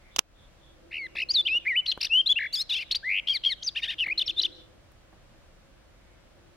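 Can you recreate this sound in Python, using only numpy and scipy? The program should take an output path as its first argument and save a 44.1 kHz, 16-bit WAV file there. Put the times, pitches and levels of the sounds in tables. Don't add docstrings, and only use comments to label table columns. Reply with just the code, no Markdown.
import sys
import numpy as np
from scipy import signal
from scipy.fft import rfft, irfft, next_fast_len
from scipy.io import wavfile
from scipy.ndimage import uniform_filter1d, map_coordinates

SR = 44100
rng = np.random.default_rng(int(sys.argv[2]) if len(sys.argv) > 2 else 0)


def transcribe(u):
    v = np.clip(np.atleast_2d(u).T, -1, 1)
    q = np.round(v * 32767).astype(np.int16)
    wavfile.write(sys.argv[1], SR, q)


N = 289296
TIME = np.arange(N) / SR
TOP_HZ = 15830

# f/Hz, relative level/dB per Hz
MEADOW = [(15, -35), (25, 0), (53, -0.5), (152, -10), (331, -17.5), (457, -19), (552, -12), (848, -20.5),
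          (1570, -21), (2120, -24), (3170, -25.5), (15500, -41.5)]
MEADOW_DB = -56.6
# f/Hz, likeness/-1 to 1
ALIKE = [(60, 0.6), (180, 0.51), (550, 0.46), (1650, 0.28), (4970, -0.29), (15000, -0.75)]
# t/s, level/dB
DRONE = [(0, -70.5), (.55, -71), (.85, -59), (1.55, -57), (1.8, -67), (3.85, -67.5), (4.1, -59.5),
         (4.5, -53.5), (4.9, -70.5), (6.5, -66.5)]
# f/Hz, width/Hz, relative level/dB
DRONE_BANDS = [(334, 66.5, 0.5), (510.3, 43, -4.5)]
# t/s, length/s, f/Hz, peak level/dB
FAR_BIRDS = [(0, 0.17, 2150, -62), (0.106, 0.1, 3550, -60), (0.329, 0.17, 3500, -63),
             (0.572, 0.21, 3460, -63.5), (4.8, .6, 2540, -79), (5.852, 0.46, 2160, -71.5)]
# f/Hz, time to fall by 60 dB/s
BUSHES = [(500, 0.16), (3500, 0.32), (6000, .3), (12000, 0.048)]
# t/s, energy/dB, brightness f/Hz, time to fall by 60 dB/s
TAPS = [(1.153, -23.5, 900, 0.036), (1.547, -22, 246, .06), (1.976, -14.5, 1310, .02),
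        (4.072, -21, 900, 0.035), (4.918, -36, 5000, 0.033), (5.127, -27, 199.7, .08)]
# f/Hz, relative level/dB
TWIG = [(60, -9.5), (200, -4.5), (800, 2.5), (1600, -4), (4000, -20.5), (14000, -9.5)]
# t/s, energy on the right/dB, brightness f/Hz, time to fall by 60 dB/s
SNAPS = [(.1622, -0.5, 7037, 0.017), (.185, -2.5, 700, 0.06), (.1885, -5, 5020, 0.0046),
         (.1919, 17, 4200, 0.0055)]
# f/Hz, relative level/dB
CASING = [(80, -17), (400, -6.5), (1300, 0), (2000, -5.5), (3100, 6), (4200, 0), (5800, 5), (8000, -1),
          (15000, -9.5)]
# t/s, left minus right level/dB
FACING = [(1.1, 1.5), (1.7, 1), (1.95, 3.5), (2.3, 3), (3.15, 2), (3.3, 4.5), (3.5, 3.5), (3.8, 2.5)]

# f/Hz, level/dB
BEAK = [(5600, -0.5), (7400, -8.5), (10000, 2.5), (15000, -2.5)]
# f/Hz, relative level/dB
TURBULENCE = [(1200, -14.5), (2900, 3.5), (4900, -0.5), (7500, -17), (15000, -24.5)]
# multiple of the pitch, level/dB
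OVERTONES = [(3, -44), (4, -54), (5, -51.5)]
# multiple of low pitch, multiple of high pitch, level/dB
MIXED = [(1, 1, -20), (-1, 2, -21), (2, -1, -34), (-1, 1, -33.5), (0, 2, -26.5), (2, 1, -29.5),
         (1, 2, -36.5), (0, 3, -35.5)]
# f/Hz, level/dB
MIXED_COLOUR = [(1200, -3.5), (3000, 1), (4800, 2.5), (7500, -2.5), (10000, -4), (14000, 3.5)]
THROAT_HZ, THROAT_OCTAVES = 3856, .12
HIGH_JITTER = .007

ALONG_NOTE = np.linspace(0, 1, 101)
EDGE_DB = -20.5
# first crest t/s, end t/s, rate/Hz, first swing/Hz, last swing/Hz, throb/dB, sawtooth skew/0-1
TRILLS = [(0.917, 0.983, 77, 530, 384, 5.5, 0.3), (1.155, 1.222, 59.5, 524.7, 399.3, 5.5, 0),
          (1.478, 1.492, 140, 635, 198, 6, 0.6), (1.652, 1.666, 189, 491.6, 100, 5, 0.3),
          (1.863, 1.869, 230, 450, 452, 3.5, 0.4), (1.9165, 1.925, 180, 300, 402, 5.5, 0.38),
          (2.384, 2.497, 49, 296, 370, 1.5, 0.65), (3.0917, 3.199, 96, 194, 638, 5.5, 0.61),
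          (3.9835, 4.006, 165, 495, 300, 6.5, 0.6)]
# (t/s, f/Hz, level/dB)
WHISTLES = [ (-19.5, -31, [(0.91, 2071, -47), (0.945, 2460, -32), (0.977, 2503, -31), (0.989, 2280, -32),
            (1.065, 2000, -34.5), (1.072, 1565, -64)]), (-45.5, -24, [(1.287, 4050, -43.5),
            (1.313, 4847, -17.5), (1.319, 4922, -27.5), (1.323, 7250, -39), (1.334, 6610, -48.5),
            (1.342, 4905, -25.5), (1.358, 4032, -17), (1.385, 3546, -18), (1.411, 3495, -19),
            (1.417, 3350, -45)]), (-32, -31.5, [(1.451, 2720, -48.5), (1.471, 3177, -18.5),
            (1.475, 3730, -20.5), (1.478, 2866, -24.5), (1.493, 2440, -26), (1.574, 2930, -18),
            (1.587, 2850, -44.5)]), (-42.5, -37, [(1.649, 2087, -49.5), (1.659, 1927, -31),
            (1.674, 2090, -22), (1.685, 2439, -21), (1.732, 1867, -25.5), (1.751, 1930, -28.5),
            (1.771, 2945, -18), (1.79, 3037, -15.5), (1.804, 2995, -22), (1.81, 2640, -43.5)]),
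            (-35.5, -19.5, [(1.858, 2910, -44), (1.866, 3155, -23.5), (1.869, 4223, -32.5),
            (1.875, 4680, -32), (1.886, 4042, -22), (1.906, 4162, -21), (1.909, 4546, -39),
            (1.913, 5436, -41), (1.918, 3160, -21.5), (1.924, 2994, -26), (1.931, 3320, -46)]),
            (-38.5, -32.5, [(2.355, 2530, -54), (2.373, 2805, -19), (2.385, 2753, -23.5),
            (2.391, 1968, -27), (2.466, 1997, -28), (2.476, 2096, -41)]),
            (-37.5, -35.5, [(3.027, 1495, -61), (3.055, 1968, -29), (3.105, 2202, -23.5),
            (3.198, 2740, -24), (3.203, 2443, -33.5)]), (-40, -24, [(3.622, 2907, -56), (3.63, 3316, -30),
            (3.637, 6690, -35.5), (3.651, 5930, -29), (3.661, 6270, -34.5), (3.679, 4632, -22),
            (3.687, 4700, -22.5), (3.693, 3280, -30.5), (3.699, 3640, -40)]),
            (-33.5, -22.5, [(4.364, 3663, -41), (4.38, 3510, -27.5), (4.399, 4128, -16), (4.405, 3164, -30),
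            (4.413, 2863, -34.5)]), ]
# t/s, length/s, first f/Hz, middle f/Hz, last f/Hz, attack/s, first level/dB, last level/dB,
# octave over fundamental/dB, roughness/dB
SLURS = [(1.151, .089, 2112, 2317, 2670, 0.013, -30, -23.5, -14.5, -23),
         (2.064, .012, 1900, 1776, 1601, .005, -29, -31.5, 19, -9.5),
         (2.096, .12, 2540, 2940, 3240, 0.055, -15, -18.5, -35.5, -45.5),
         (2.258, .027, 3274, 3937, 4430, .012, -16, -21, -33.5, -27.5),
         (2.286, .045, 3220, 3408, 3474, 0.015, -15.5, -15.5, -28, -27),
         (3.98, .066, 3056, 2940, 2410, .028, -20, -26.5, -33.5, -26),
         (4.096, 0.0361, 1930, 2370, 2630, 0.0062, -25.5, -19.5, -31.5, -40)]
RELEASE_S, SAG = .007, .15
# t/s, length/s, top f/Hz, level/dB, place of the loudest point/0-1, octave over fundamental/dB, roughness/dB
ZIPS = [(2.005, 0.019, 2914, -23, .55, 13.5, -11.5), (2.025, 0.018, 2960, -21.5, 0.3, 13.5, -14),
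        (2.042, 0.021, 3040, -22, .35, 11, -10.5), (4.037, 0.018, 2237, -29.5, 0.5, -12, -26),
        (4.058, 0.0148, 2390, -23, 0.78, -22, -38), (4.078, 0.017, 2340, -24.5, .62, -21, -47)]
ZIP_FROM_HZ, ZIP_TO_HZ, ZIP_TURN = 1660, 1930, 0.72
# t/s, level before the throat/dB, top f of the low side's curl/Hz
CHIPS = [(2.9065, -16, 4320), (2.9432, -16, 4743)]
# t/s, level/dB, first f of the closing fall/Hz, length of the chee/s, of the fall/s
CHEE_OWS = [(3.271, -17, 2445, .041, 0.047), (3.436, -17.5, 2255, .039, .045)]
CHEE_HZ, CHIT_S = 3246, .011
# t/s, crest t/s, end t/s, quiver rate/Hz, first f/Hz, low side level/dB, its fade/dB, high side level/dB
RASPS = [(3.749, 3.779, 3.806, 85, 1266, -30.5, -12, -21.5), (3.819, 3.845, 3.87, 90, 1840, -29, -1.5, -24),
         (3.871, 3.908, 3.945, 64, 1390, -28.5, -4, -25.5)]
RASP_LOW_HZ, RASP_HIGH_HZ = 1825, 3120
# t/s, low f/Hz, low level/dB, high f/Hz, high level/dB
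DUET = [(2.526, 3750, -46.5, 6170, -43), (2.535, 4555, -28, 7100, -44), (2.545, 4677, -19.5, 7660, -37),
        (2.551, 4400, -21, 6940, -52.5), (2.56, 3520, -31, 5300, -28.5), (2.571, 3302, -30, 4830, -30.5),
        (2.593, 3608, -29, 5106, -30.5), (2.616, 4150, -22.5, 5290, -30.5), (2.629, 4327, -35, 6860, -51)]
# t/s, bottom of the dip t/s, first f/Hz, lead f/Hz, level before the throat/dB
HOOKS = [(4.176, 4.203, 3776, 4374, -16), (4.259, 4.285, 5450, 5475, -18),
         (4.4122, 4.44, 2770, 5665, -15.5)]
DIP_HZ, FLICK_HZ, HOOK_END_HZ, HOOK_STEP_S = 2930, 3660, 2520, .0145


def amp(db):
    return 10 ** (np.asarray(db) / 20)


def unit(x):
    return x / np.sqrt(np.mean(x ** 2) + 1e-20)


def along(points, hz):
    f, v = np.transpose(points)
    return np.interp(np.log(hz + 1), np.log(f + 1), v)


def curve(rows):
    return np.interp(TIME, *np.transpose(rows))


def wobble(rate):
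    return map_coordinates(rng.standard_normal(N // 4), [TIME * rate], mode="wrap")


def filtered(x, response):
    size = x.shape[-1]
    m = next_fast_len(size + 8192)
    return irfft(rfft(x, m) * response(np.fft.rfftfreq(m, 1 / SR)), m)[..., :size]


def band(hz, width_hz):
    noise = rng.standard_normal((2, N))
    return unit(filtered(noise, lambda f: 1 / (1 + (2 * (f - hz) / width_hz) ** 2)))


def air():
    def parts(f):
        turn = np.arccos(np.clip(along(ALIKE, f), -1, 1)) / 2
        return amp(along(MEADOW, f)) * [np.cos(turn), np.sin(turn)]

    mid, side = filtered(rng.standard_normal((2, N)), parts)
    return unit(np.array([mid + side, mid - side])) * amp(MEADOW_DB + 0.24 * wobble(2.8))


def drone():
    hum = sum(amp(db) * band(hz, width) for hz, width, db in DRONE_BANDS)
    return unit(hum) * amp(curve(DRONE))


def far_birds():
    calls = np.zeros((2, N))
    for s, length, hz, db in FAR_BIRDS:
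        arch = np.sin(np.pi * np.clip((TIME - s) / length, 0, 1))
        calls += amp(db) * arch * band(hz, 400)
    return calls


def meadow():
    return air() + drone() + far_birds()


def late(x, s):
    return np.pad(x, ((0, 0), (int(s * SR), 0)))[:, :N]


def bushes(x, near_db, far_db, far_delay=0.13):
    hz, t, z = signal.stft(rng.standard_normal((2, 2, SR // 2)), SR, nperseg=256)
    fading = z * amp(-60 * t / along(BUSHES, hz)[:, None])
    tails = signal.istft(fading, SR, nperseg=256)[1]
    near, far = signal.fftconvolve(x[None, None], tails / np.linalg.norm(tails[0, 0]), axes=2)[..., :N]
    return amp(near_db) * late(near, 0.0053) + amp(far_db) * late(far, far_delay)


def close_echoes(x, db=-18, delays=(.0019, .0028)):
    return filtered(x, lambda f: 1 + amp(db) * np.exp(-2j * np.pi * np.outer(delays, f)))


def knocks(rows, body, apart):
    out, t = np.zeros((2, N)), np.arange(-256, 2048) / SR
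    for s, db, bright_hz, t60 in rows:
        noise = rng.standard_normal(len(t)) + apart * rng.standard_normal((2, len(t)))
        push = noise * (t >= 0) * amp(-60 * np.abs(t) / t60)
        burst = filtered(push, lambda f: amp(along(body, f)) / np.hypot(1, f / bright_hz))
        burst /= np.linalg.norm(burst, axis=1, keepdims=True)
        out[:, round(s * SR) - 256:][:, :len(t)] += amp(db) * burst
    return out


def taps():
    return knocks(TAPS, TWIG, apart=0.33)


def snaps():
    return knocks(SNAPS, CASING, apart=1.6) * amp([[-5.5], [0]])


def resonance_db(hz):
    return -10 * np.log10(1 + (np.log2(hz / THROAT_HZ) / THROAT_OCTAVES) ** 2)


def bend(first_hz, middle_hz, last_hz):
    return np.polyval(np.polyfit([0, .5, 1], [first_hz, middle_hz, last_hz], 2), ALONG_NOTE)


def stroke(start, length, hz, db, crest, throat_db):
    away = np.interp(ALONG_NOTE, [0, np.clip(crest, .05, .95), 1], [1, 0, 1])
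    return start + length * ALONG_NOTE, hz, db + EDGE_DB * away ** 2, throat_db


def whistles():
    return [(*np.transpose(points), (octave_db, rough_db)) for octave_db, rough_db, points in WHISTLES], []


def slurs():
    low = []
    for s, length, first_hz, middle_hz, last_hz, attack, first_db, last_db, *throat_db in SLURS:
        t = length * ALONG_NOTE
        release = np.clip((t - length) / RELEASE_S + 1, 0, 1)
        gate = np.clip(t / attack, .04, 1) * (1 - .95 * release ** 2)
        db = np.interp(t, [attack, length], [first_db, last_db]) + 20 * np.log10(gate)
        hz = bend(first_hz, middle_hz, last_hz) * (1 - SAG * release ** 2)
        low.append((s + t, hz, db, throat_db))
    return low, []


def zips():
    low = []
    for s, length, top_hz, db, crest, *throat_db in ZIPS:
        hz = np.interp(ALONG_NOTE, [0, ZIP_TURN, 1], [ZIP_FROM_HZ, top_hz, ZIP_TO_HZ])
        low.append(stroke(s, length, hz, db, crest, throat_db))
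    return low, []


def chips(sweep_s=.017, curl_delay_s=.008, curl_s=0.024, curl_db=-5, off_resonance=0.79, throat_db=(-23.5, -16)):
    low, high = [], []
    sweep_hz = bend(1750, 4250, 7400)
    for s, db, top_hz in CHIPS:
        curl_hz = np.minimum(bend(2150, top_hz, top_hz * 0.95), top_hz)
        low.append(stroke(s + curl_delay_s, curl_s, curl_hz, db + curl_db, .35, throat_db))
        sweep_db = db + off_resonance * resonance_db(sweep_hz)
        high.append(stroke(s, sweep_s, sweep_hz, sweep_db, 0.45, throat_db))
    return low, high


def chee_ows(chit_length_s=0.0096, first_chit_db=-6, chee_fade_db=-12, fall_db=-5, hum_db=-25,
             throat_db=(10, -20)):
    low, high = [], []
    for s, db, fall_hz, chee_s, fall_s in CHEE_OWS:
        for k, chit_db in enumerate([db + first_chit_db, db]):
            chit_hz = bend(2600, CHEE_HZ, 3550)
            high.append(stroke(s + k * CHIT_S, chit_length_s, chit_hz, chit_db, .5, throat_db))
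        chee = s + 2 * CHIT_S
        fall = chee + chee_s
        fade_db = np.interp(ALONG_NOTE, [0, .08, .25, 1], [EDGE_DB, 0, -.6, chee_fade_db])
        high.append((chee + chee_s * ALONG_NOTE, bend(3240, CHEE_HZ, 3020), db + fade_db, throat_db))
        hum_level_db = np.full_like(ALONG_NOTE, db + hum_db)
        low.append((s + (fall - s) * ALONG_NOTE, bend(1900, 2300, 2180), hum_level_db, throat_db))
        swell_db = np.interp(ALONG_NOTE, [0, .1, .58, .8, 1], [-14, -6, 0, -5, EDGE_DB])
        falling_hz = bend(fall_hz, .885 * fall_hz, 1572)
        low.append((fall + fall_s * ALONG_NOTE, falling_hz, db + fall_db + swell_db, throat_db))
    return low, high


def rasps(scoop_s=0.014, high_lead_s=.022, quiver=0.13, throat_db=(10, -17)):
    low, high = [], []
    for s, crest, end, rate, first_hz, low_db, fade_db, high_db in RASPS:
        t = s + (end - s) * ALONG_NOTE
        quivering = np.clip((t - crest) * rate * 2 + 1, 0, 1)
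        shake = 1 + quiver * quivering * np.cos(2 * np.pi * rate * (t - crest))

        knots = [s, s + scoop_s, crest, end]
        low_hz = np.interp(t, knots, [first_hz, RASP_LOW_HZ, RASP_LOW_HZ, 1560]) * shake
        low_level_db = low_db + np.interp(t, knots, [-14, 0, fade_db, fade_db - 5])
        low.append((t, low_hz, low_level_db, throat_db))

        knots = [crest - high_lead_s, crest - high_lead_s / 2, crest - 1 / (4 * rate), crest + 1 / (2 * rate), end]
        high_hz = np.interp(t, knots, [2200, 2760, RASP_HIGH_HZ * .95, 2750, 2100]) * shake
        high_level_db = high_db + np.interp(t, knots, [EDGE_DB, -2, 0, -9, -21], left=-60)
        high.append((t, high_hz, high_level_db, throat_db))
    return low, high


def duet(throat_db=(-18.5, -19.5)):
    s, low_hz, low_db, high_hz, high_db = np.transpose(DUET)
    return [(s, low_hz, low_db, throat_db)], [(s, high_hz, high_db, throat_db)]


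def churr(start_s=2.692, length=.15, first_crest_s=2.5, rate=25.3, swing_hz=310, throat_db=(-9, -15.5)):
    t = start_s + length * ALONG_NOTE
    wave = np.cos(2 * np.pi * rate * (t - first_crest_s))
    edge = np.interp(ALONG_NOTE, [0, .05, .93, 1], [1, 0, 0, 1])
    low_hz = bend(2720, 2500, 1950) + swing_hz * wave
    high_hz = bend(3900, 3300, 2380) + swing_hz * wave - 1000 * edge * (1 - ALONG_NOTE)
    low_db = np.interp(ALONG_NOTE, [0, .35, 1], [-37, -31, -42]) + 6 * wave + EDGE_DB * edge
    high_db = np.interp(ALONG_NOTE, [0, .5, 1], [-21, -26.5, -35]) - 1.8 * wave + EDGE_DB * edge
    return [(t, low_hz, low_db, throat_db)], [(t, high_hz, high_db, throat_db)]


def hooks(rise_s=.01, drop_s=.0125, throat_db=(-35, -20)):
    low = []
    for s, dip, first_hz, lead_hz, db in HOOKS:
        flick, end = dip + HOOK_STEP_S, dip + 2 * HOOK_STEP_S
        t = s + (end - s) * ALONG_NOTE
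        shoulder_hz = DIP_HZ + .14 * (FLICK_HZ - DIP_HZ)
        hz = np.interp(t, [s, s + rise_s, dip - drop_s, dip, (dip + flick) / 2, flick, flick + .005, end],
                       [first_hz, lead_hz, lead_hz, DIP_HZ, shoulder_hz, FLICK_HZ, 3200, HOOK_END_HZ])
        effort_db = np.interp(t, [s, s + 0.0053, dip, flick, end], [-18, -1, -2.5, 2.0, -4])
        low.append((t, hz, db + resonance_db(hz) + effort_db, throat_db))
    return low, []


def phrase():
    figures = [whistles(), slurs(), zips(), chips(), chee_ows(), rasps(), duet(), churr(), hooks()]
    return [sum(side, []) for side in zip(*figures)]


def trills(lag=2):
    swing, throb_db = np.zeros(N), np.zeros(N)
    for start, end, rate, first_hz, last_hz, db, skew in TRILLS:
        gate = np.clip(np.minimum(TIME - start + 0.0032, end + 0.0037 - TIME) / 0.0028, 0, 1)
        turn = 2 * np.pi * rate * (TIME - start)
        swing_hz = np.interp(TIME, [start, end], [first_hz, last_hz])
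        swing += gate * swing_hz * np.cos(turn + skew * np.cos(turn))
        throb_db += gate * db * (np.cos(turn - lag * skew) - .2)
    return swing, throb_db


def turbulence(level, phase, glide_hz_per_s=110000, held=1.0):
    glide = np.abs(np.gradient(np.gradient(phase))) * SR ** 2 / (2 * np.pi)
    unrest = held + np.minimum(uniform_filter1d(glide, size=220) / glide_hz_per_s, 1)
    noise = unit(filtered(rng.standard_normal(len(level)), lambda f: amp(along(TURBULENCE, f))))
    return unrest * np.sqrt(np.abs(level) * level.mean()) * noise / 2


def gestures(notes, swing, throb_db, jitter=0.0064, shimmer_db=0.93):
    drift = 1 + jitter * wobble(350)
    strength = amp(throb_db + shimmer_db * wobble(160))
    for s, hz, db, throat_db in notes:
        s = np.sort(s)
        at = np.arange(int((s[0] - .001) * SR), int((s[-1] + .001) * SR))
        pitch = uniform_filter1d(np.interp(TIME[at], s, hz), size=130) * drift[at] + swing[at]
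        pressure = np.interp(TIME[at], s, amp(db), left=0, right=0)
        level = uniform_filter1d(pressure, size=70) * strength[at]
        yield at, level, 2 * np.pi * np.cumsum(pitch) / SR, amp(throat_db)


def low_voice(notes, rasp_db=-26, octave_fade=6.6):
    sound, tone = np.zeros(N), np.zeros(N, complex)
    for at, level, phase, (octave, rough) in gestures(notes, *trills()):
        speed = np.gradient(phase)
        octave = octave * np.abs(speed.mean() / speed) ** octave_fade
        pure, harsh = 1 / np.hypot(1, octave), octave / np.hypot(1, octave)
        wave = pure * np.sin(phase) + harsh * np.sin(2 * phase)
        for k, db in OVERTONES:
            wave += (amp(db) + harsh * amp(rasp_db) * 2 / k) * np.sin(round(k) * phase)
        sound[at] += level * wave + rough * turbulence(level, phase)
        tone[at] += level * np.exp(1j * phase)
    return sound, tone


def high_voice(notes):
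    sound, tone = np.zeros(N), np.zeros(N, complex)
    for at, level, phase, (_, rough) in gestures(notes, np.zeros(N), 0, jitter=HIGH_JITTER, shimmer_db=1.5):
        sound[at] += level * np.sin(phase) + rough * turbulence(level, phase)
        tone[at] += level * np.exp(1j * phase)
    return sound, tone


def mixed_tones(low, high):
    mixed = np.zeros(N)
    for m, n, db in MIXED:
        mixed += amp(db) * np.sin(round(m) * np.angle(low) + round(n) * np.angle(high))
    return filtered(np.sqrt(np.abs(low * high)) * mixed, lambda f: amp(along(MIXED_COLOUR, f)))


def song():
    low_notes, high_notes = phrase()
    low_sound, low = low_voice(low_notes)
    high_sound, high = high_voice(high_notes)
    throat = low_sound + high_sound + mixed_tones(low, high)
    return filtered(throat, lambda f: amp(along(BEAK, f)))


def scene():
    bird = song()
    facing = amp(np.outer([.5, -.5], curve(FACING)))
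    direct = close_echoes(bird) * facing
    scattered = bushes(bird, near_db=-24.5, far_db=-31.0)
    return meadow() + scattered + taps() + snaps() + direct


def record(dry, recovery_db_per_s=38):
    over_db = 20 * np.log10(np.maximum(np.abs(dry).max(axis=0), 1))
    duck_db = np.maximum.accumulate(over_db + recovery_db_per_s * TIME) - recovery_db_per_s * TIME
    return filtered(dry * amp(-duck_db), lambda hz: hz < TOP_HZ)


dry = scene()
out = record(dry)
transcribe(out)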